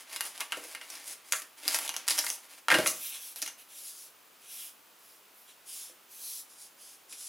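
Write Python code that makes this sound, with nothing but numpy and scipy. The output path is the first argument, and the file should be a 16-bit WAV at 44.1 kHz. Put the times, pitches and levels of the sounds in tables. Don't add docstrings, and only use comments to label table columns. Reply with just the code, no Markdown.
import sys
import numpy as np
from scipy import signal
from scipy.fft import rfft, irfft
from scipy.io import wavfile
from scipy.ndimage import uniform_filter1d, map_coordinates

SR = 44100
rng = np.random.default_rng(int(sys.argv[2]) if len(sys.argv) > 2 else 0)


def store_pcm(level_fs):
    pcm = np.round(np.clip(level_fs, -1, 1) * 32767).astype(np.int16)
    wavfile.write(sys.argv[1], SR, np.atleast_2d(pcm).T)


N = 321048
TIME = np.arange(N) / SR

# (time [s], tick level [dB], clack compared with tick [dB], base ring time [s], spot pitch [Hz])
CLICKS = [(.1614, -10.5, -5, 0.023, 4040), (.208, -4.5, -5, .008, 12000), (0.253, -14, -7, 0.065, 9700),
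          (.378, -19, -10, .01, 1980), (0.4008, -21, 3, .04, 1250), (0.4054, -7, -8, 0.032, 1130),
          (0.5217, -9.5, 2.5, 0.015, 2790), (.7495, -16, 2.5, 0.016, 2160), (.902, -15.5, -13, .024, 5900),
          (.9537, -18, -10.5, .041, 5330), (1.0778, -16, -24, .04, 9050), (1.3228, 1.5, -7, 0.021, 6900),
          (1.4198, -17.5, -9, 0.017, 1840), (1.653, -19, -16, .023, 3610), (1.6795, 1.5, -14, 0.0043, 5070),
          (1.7232, -13, -16, 0.036, 4550), (1.7448, -2, -5, 0.023, 5930),
          (1.788, -6.5, -6.5, 0.0089, 11800), (1.8781, -10, -19, 0.016, 3400),
          (1.8923, -7, -2.5, 0.01, 5940), (1.941, -16, 2, 0.037, 2340), (1.9649, -6.5, -8.5, 0.0085, 6000),
          (2.0794, -3, -12, .007, 7500), (2.0846, 0, -7.5, 0.0083, 8400), (2.0982, -1.5, -16, 0.068, 9800),
          (2.107, 0, -10, 0.067, 4660), (2.178, -7, -8, .08, 5550), (2.183, -3, -8, 0.064, 5760),
          (2.1893, 1, -11.5, 0.018, 5300), (2.2658, -8, -3.5, 0.02, 2000), (2.3021, -4, -14, 0.0066, 6300),
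          (2.87, -1, -29, 0.023, 10600), (2.8748, 0, -25, 0.0056, 5940), (3.3602, -11, -13.5, 0.31, 12000),
          (3.4185, -8, -24, 0.025, 5940), (3.425, -5, -13, 0.022, 5830), (3.4616, -12.5, -6, 0.02, 3250),
          (3.4765, -11.5, -5.5, 0.05, 6200), (7.1259, -18, -13, 0.047, 2360)]
# (time [s], clack level [dB], base ring time [s], spot pitch [Hz])
CLACKS = [(0.4125, -9.5, 0.015, 1150), (0.5267, -9, 0.12, 1380), (0.8136, -17, .02, 1450),
          (1.334, -4, 0.015, 1120), (2.24, -13.5, 0.043, 1420), (2.6844, 2.5, 0.0098, 1350),
          (2.703, 4, 0.018, 1420), (2.711, -1, 0.019, 1610), (2.7159, 6, 0.012, 1540),
          (2.7226, 3, 0.039, 1790), (2.742, 6, .054, 1440), (2.7914, -6.5, 0.064, 1580),
          (2.861, -1, .02, 1350)]
# (time [s], thud level [dB], base ring time [s], spot pitch [Hz])
THUMPS = [(0.5708, -15, 0.02, 545), (.648, -26, 0.036, 337), (2.7261, -4.5, 0.059, 346),
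          (2.7488, -3, 0.059, 324), (2.786, -0.5, .022, 386), (2.8007, -8, .03, 566),
          (1.652, -25, 0.037, 300), (5.897, -32, .04, 340)]
# (start [s], length [s], hiss strength [dB], scrape strength [dB])
TUGS = [(-.06, 0.1, -45, -51.5), (0.07, 0.22, -47.5, -50.5), (0.229, 0.085, -39, -49.5),
        (0.266, .2, -48, -49.5), (0.547, 0.2, -43.5, -49.5), (0.783, .32, -48.5, -52),
        (1.03, 0.09, -44, -60), (1.067, 0.076, -38, -48.5), (1.245, .07, -50.5, -59),
        (1.328, 0.08, -37.5, -59), (1.561, 0.12, -50.5, -52.5), (1.633, 0.14, -38.5, -39.5),
        (1.698, 0.082, -31.5, -39.5), (1.8, 0.076, -35, -39.5), (1.875, 0.21, -55, -56),
        (2.098, 0.1, -35, -42.5), (2.195, 0.17, -32, -49), (2.323, 0.16, -54.5, -60),
        (2.485, .12, -51, -56), (2.69, 0.17, -36, -38), (2.84, 0.082, -27, -47)]
# (time [s], scrape strength [dB])
SHIFTING = [(0, -55.5), (1.0, -55), (1.2, -60.5), (1.55, -70), (2.0, -49), (2.6, -63.5)]
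# (start [s], length [s], hiss strength [dB], extra for the low rub [dB], extra for the finest hiss [dB])
WIPES = [(2.92, .12, -44, -10, -3), (3.0, .12, -40.5, -8, 0.5), (3.11, 0.072, -42, -3, -8),
         (3.17, 0.17, -45.5, -10, -3), (3.579, 0.047, -51.5, -5.5, -3), (3.68, 0.13, -51.5, -7.5, -5),
         (3.75, 0.086, -46, -13.5, -5), (3.82, 0.11, -43, -17, -8), (3.91, 0.19, -48.5, -16, -7),
         (4.4, 0.31, -52.5, -6.5, -10), (4.479, 0.23, -45.5, -10.5, -2), (4.98, 0.22, -60, -28, -3),
         (5.33, .14, -63.5, -24, 3), (5.47, .06, -56, -2.5, -19), (5.658, 0.22, -42.5, -14, -8),
         (5.84, 0.087, -53, -10, -12), (6.09, 0.19, -50, -14, -2), (6.2, 0.23, -41, -18.5, -4.5),
         (6.48, 0.085, -55, -27, -23), (6.56, .13, -49.5, -28, -12), (6.77, .2, -50.5, -14.5, -13),
         (7.09, 0.072, -45, -20, -23), (7.16, 0.16, -43, -17, -13)]

# (pitch [Hz], relative level [dB], ring time [s])
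SLAT_NOTES = [(1155, -1, 0.21), (1250, -2, .13), (1323, -14, 0.24), (1454, -7.5, 0.082), (1616, 5, .13),
              (1690, -9, 0.043), (1930, -1, 0.063), (2163, -7, 0.066), (2830, 13, 0.1)]
THUD_NOTES = [(233.4, 4, 0.11), (318, 6.5, 0.093), (353, 2.5, 0.2), (509.7, 8, 0.11), (637, 2, 0.25)]
BOOM_NOTES = [(110, -1, 0.24), (133, -16, .25), (177, -5, 0.15), (234, 9, 0.29)]

# (frequency [Hz], relative level [dB])
TICK_COLOUR = [(200, -43), (800, -26.5), (2500, 0.5), (4000, 1.5), (5800, 2), (8000, -1.5), (10700, 4.5),
               (12800, -4.5), (15500, -11.5)]
CLACK_COLOUR = [(60, -82), (200, -48), (600, -8.5), (900, 0), (1400, 0.5), (2100, 2.5), (3200, -2.5),
                (4500, -9.5), (9000, -17.5), (16000, -38)]
THUD_COLOUR = [(40, -36), (100, -22), (170, -15), (240, 3.5), (320, 6), (400, 1.5), (500, 7), (630, 3),
               (800, -4), (1500, -42), (4000, -92)]
BOOM_COLOUR = [(30, -22), (75, -25), (95, -12), (115, -7), (165, -6.5), (230, -2), (330, 2), (600, -24),
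               (3000, -67)]
HISS_COLOUR = [(300, -63), (1500, -31), (3200, -25), (5000, -3), (6500, 2), (8000, 1), (10800, 5),
               (12800, -2.5), (15500, -4.5)]
SCRAPE_COLOUR = [(100, -27), (400, -21), (800, 9), (1300, 4.5), (2200, 10.5), (3200, 7), (5000, 5),
                 (10000, -42)]
SKIN_COLOUR = [(400, -45), (2000, -44.5), (3600, -3.5), (4800, 2.5), (6500, 2), (8200, 0.5), (10000, 7),
               (11400, 8), (12600, -38), (15000, -36)]
SKIN_LOW_COLOUR = [(200, -32), (900, -3), (1900, -1.5), (2500, 8.5), (3200, 10.5), (4000, 6), (5500, -12.5)]
SKIN_FINE_COLOUR = [(4000, -58), (10500, -18), (12400, -2.5), (14000, -12), (15800, -10)]
AIR_COLOUR = [(25, -19), (60, -16.5), (110, -15), (180, -11.5), (290, -5.5), (700, -4.5), (1280, -3),
              (1860, -6.5), (2800, -5.5), (3900, -9), (9000, -11.5), (11500, -8.5), (13400, -16),
              (14750, -4), (16000, -22)]

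# (delay [s], level [dB])
ECHOES = [(.0040, -8), (.0063, -13.5), (.0087, -22.5), (0.0093, -31)]
# (frequency [Hz], side compared with middle [dB])
ECHO_WIDTH = [(60, -26), (150, -56), (300, -44), (600, -15), (1400, -16), (2800, -19), (5000, -13),
              (15000, -11.5)]
AIR_WIDTH = [(60, 3), (110, -11), (200, -12.5), (380, -8), (700, -4), (1290, -5), (2380, -8), (4400, -10.5),
             (8120, -15.5), (15000, -17.5)]

CLICK_THUD_DB, CLICK_THUD_GROWTH = -26.5, 0.64
CLACK_TICK_DB, CLACK_THUD_DB = -13, -18.5
THUMP_CLACK_DB, THUMP_TICK_DB = -7.5, -7
BOOM_DB, BOOM_GROWTH = -2.5, 2.36
CATCH_S, CATCH_DB = 0.034, -39.5


def slat_hits():
    parts = (struck_part(BOOM_COLOUR, BOOM_NOTES, notes_db=-14),
             struck_part(THUD_COLOUR, THUD_NOTES, notes_db=-1.5),
             struck_part(CLACK_COLOUR, SLAT_NOTES, notes_db=-9),
             unit(colour(TICK_COLOUR)))
    hits = [(time, CLICK_THUD_DB + CLICK_THUD_GROWTH * db, db + hollow_db, db, t60, hz)
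            for time, db, hollow_db, t60, hz in CLICKS]
    hits += [(time, db + CLACK_THUD_DB, db, db + CLACK_TICK_DB, t60, hz) for time, db, t60, hz in CLACKS]
    hits += [(time, db, db + THUMP_CLACK_DB, db + THUMP_TICK_DB, t60, hz)
             for time, db, t60, hz in THUMPS]
    track = np.zeros(N + SR)
    for time, *settings in hits:
        start = int(time * SR)
        for sound in one_hit(*settings, parts):
            track[start:start + len(sound)] += sound
    return track[:N]


def one_hit(thud_db, clack_db, tick_db, t60, spot_hz, parts):
    levels_db = BOOM_DB + BOOM_GROWTH * thud_db, thud_db, clack_db, tick_db
    ring_times = .03, t60 + 0.0086, 1.37 * t60, 1.42 * t60
    return [gain(db) * blow(ring_s, part, spot_hz)
            for db, ring_s, part in zip(levels_db, ring_times, parts)]


def blow(t60, part, spot_hz, spot_db=5.0, snap=0.56, count=4096):
    waves = rfft(rng.standard_normal(count) * fade(t60, count))
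    even_waves = irfft(waves / np.abs(waves))
    push = unit(even_waves * fade(2 * t60, count))
    push[0] += snap
    sound = signal.fftconvolve(push, part)
    return unit(sound + gain(spot_db) * resonate(sound, spot_hz, sharpness=9.3))


def struck_part(points, notes, notes_db, count=16384):
    tones = sum(gain(db) * fade(t60, count) * np.sin(2 * np.pi * (hz * TIME[:count] + rng.random()))
                for hz, db, t60 in notes)
    knock = unit(colour(points))
    return np.pad(knock, (0, count - len(knock))) + gain(notes_db) * unit(tones)


def pile_scraping():
    starts, lengths, hiss_db, scrape_db = np.transpose(TUGS)
    tug_hiss, tug_scrape = (strokes(starts, lengths, db, curve=0.45) for db in (hiss_db, scrape_db))
    snap_times, tick_db = np.transpose(CLICKS)[:2]
    catch_lengths = np.full(len(snap_times), CATCH_S)
    catching = strokes(snap_times - CATCH_S / 2, catch_lengths, tick_db + CATCH_DB, curve=1)
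    shifting = gain(np.interp(TIME, *np.transpose(SHIFTING), right=-120))
    hiss_gain, scrape_gain = np.hypot(tug_hiss, catching), np.hypot(tug_scrape, shifting)
    force = slips(per_second=1500, spread_db=5.0, smooth=0.99) * gain(2.2 * wander(55))
    bright = sliding_spot(force, centre_hz=6300, spot_db=-8.0, sharpness=11.8)
    hollow = sliding_spot(force, centre_hz=1914, spot_db=-12.0, sharpness=11.5)
    hiss = tint(bright * hiss_gain, HISS_COLOUR) * gain(-8.5)
    scrape = tint(hollow * scrape_gain, SCRAPE_COLOUR) * gain(-6.5)
    rumble = tint(force * scrape_gain, THUD_COLOUR) * gain(-21)
    return hiss + scrape + rumble


def hand_wiping():
    starts, lengths, hiss_db, low_db, fine_db = np.transpose(WIPES)
    rub = slips(per_second=9000, spread_db=-2.5, smooth=1.14) * gain(.5 * wander(50))
    rub = sliding_spot(rub, centre_hz=4650, spot_db=-11, sharpness=13.6)
    delay_s = 0.000586 * (1 + 0.11 * wander(2.8))
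    bench_echo = gain(-12.5) * map_coordinates(rub, [(TIME - delay_s) * SR], order=3)
    hiss, low, fine = ((rub + bench_echo) * strokes(starts, lengths, db, curve=0.51, ease_s=0.032)
                       for db in (hiss_db, hiss_db + low_db, hiss_db + fine_db))
    return (tint(hiss, SKIN_COLOUR) * gain(-4.0) + tint(low, SKIN_LOW_COLOUR) * gain(-2.0)
            + tint(fine, SKIN_FINE_COLOUR) * gain(-0.5))


def slips(per_second, spread_db, smooth):
    sizes = gain(spread_db * np.minimum(rng.exponential(size=N), 3))
    slipping = rng.random(N) < per_second / SR
    grains = slipping * sizes * rng.standard_normal(N)
    force = grains / grains.std() + smooth * rng.standard_normal(N)
    return force / force.std()


def sliding_spot(force, centre_hz, spot_db, sharpness):
    pitches = centre_hz * np.geomspace(.55, 1.8, 10)
    ringing = sum(gain(5 * np.tanh(wander(14))) * resonate(force, hz, sharpness) for hz in pitches)
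    return force + gain(spot_db) * ringing


def strokes(starts, lengths, levels_db, curve, ease_s=0):
    power = np.zeros(N)
    for start, length, db in zip(starts, lengths, levels_db):
        moving = (TIME > start) & (TIME < start + length)
        speed = np.abs(np.sin(np.pi * (TIME[moving] - start) / length))
        power[moving] += (gain(db) * speed ** curve) ** 2
    return uniform_filter1d(np.sqrt(power), max(int(ease_s * SR), 1))


def workshop_echoes(slats, places):
    shares = np.array([gain(8 * wander(25)) for _ in range(places)])
    shares /= np.sqrt(np.sum(shares ** 2, axis=0))
    return sum(ring(slats * share, echo_pattern()) for share in shares)


def echo_pattern(bass_t60=0.39, treble_t60=0.24, tail_db=-5.0, count=20000):
    noise = rng.standard_normal(count)
    bass = signal.sosfilt(signal.butter(1, 900, fs=SR, output="sos"), noise)
    tail = bass * fade(bass_t60, count) + (noise - bass) * fade(treble_t60, count)
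    build_up = np.clip((TIME[:count] - .002) / 0.0065, 0, 1)
    response = gain(tail_db) * unit(build_up * tail)
    for delay, db in ECHOES:
        scatter = unit(rng.standard_normal(128) * fade(.004, count=128))
        start = int(delay * SR)
        response[start:start + len(scatter)] += gain(db) * scatter
    return response


def background(air_db=-59.5, whine_hz=14760, whine_db=-74):
    air = tint(rng.standard_normal(N), AIR_COLOUR) * gain(air_db + 0.11 * wander(1.62))
    phase = 2 * np.pi * whine_hz * TIME
    whine = wander(200) * np.sin(phase) + wander(200) * np.cos(phase)
    return air + gain(whine_db) * whine


def gain(db):
    return 10 ** (np.asarray(db) / 20)


def unit(sound):
    return sound / np.sqrt(np.sum(sound ** 2))


def fade(t60, count):
    return np.exp(-np.log(1000) * TIME[:count] / max(t60, 1e-3))


def wander(per_second):
    return np.interp(TIME * per_second, np.arange(4096), rng.standard_normal(4096)) * np.sqrt(3 / 2)


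def resonate(sound, hz, sharpness):
    return signal.lfilter(*signal.iirpeak(hz, sharpness, fs=SR), sound)


def ring(sound, response):
    return signal.oaconvolve(sound, response)[:N]


def colour(points, size=2048):
    hz, db = np.transpose(points)
    curve_db = np.interp(np.log(np.fft.rfftfreq(size, 1 / SR) + 1), np.log(hz), db)
    folded = irfft(np.log(gain(curve_db)))
    folded[1:size // 2] *= 2
    folded[size // 2 + 1:] = 0
    return irfft(np.exp(rfft(folded)))


def tint(sound, points):
    return ring(sound, unit(colour(points)))


def scene():
    slats = slat_hits() + pile_scraping() + hand_wiping()
    middle = slats + workshop_echoes(slats, places=5) + background()
    side = ring(workshop_echoes(slats, places=2), colour(ECHO_WIDTH))
    side += ring(background(), colour(AIR_WIDTH))
    return np.array([middle + side, middle - side])


def record(dry):
    bass_cut = signal.butter(2, 85, "high", fs=SR, output="sos")
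    treble_cut = signal.ellip(10, .2, 70, 15950, fs=SR, output="sos")
    return signal.sosfilt(treble_cut, signal.sosfilt(bass_cut, dry))


dry = scene()
out = record(dry)
store_pcm(out)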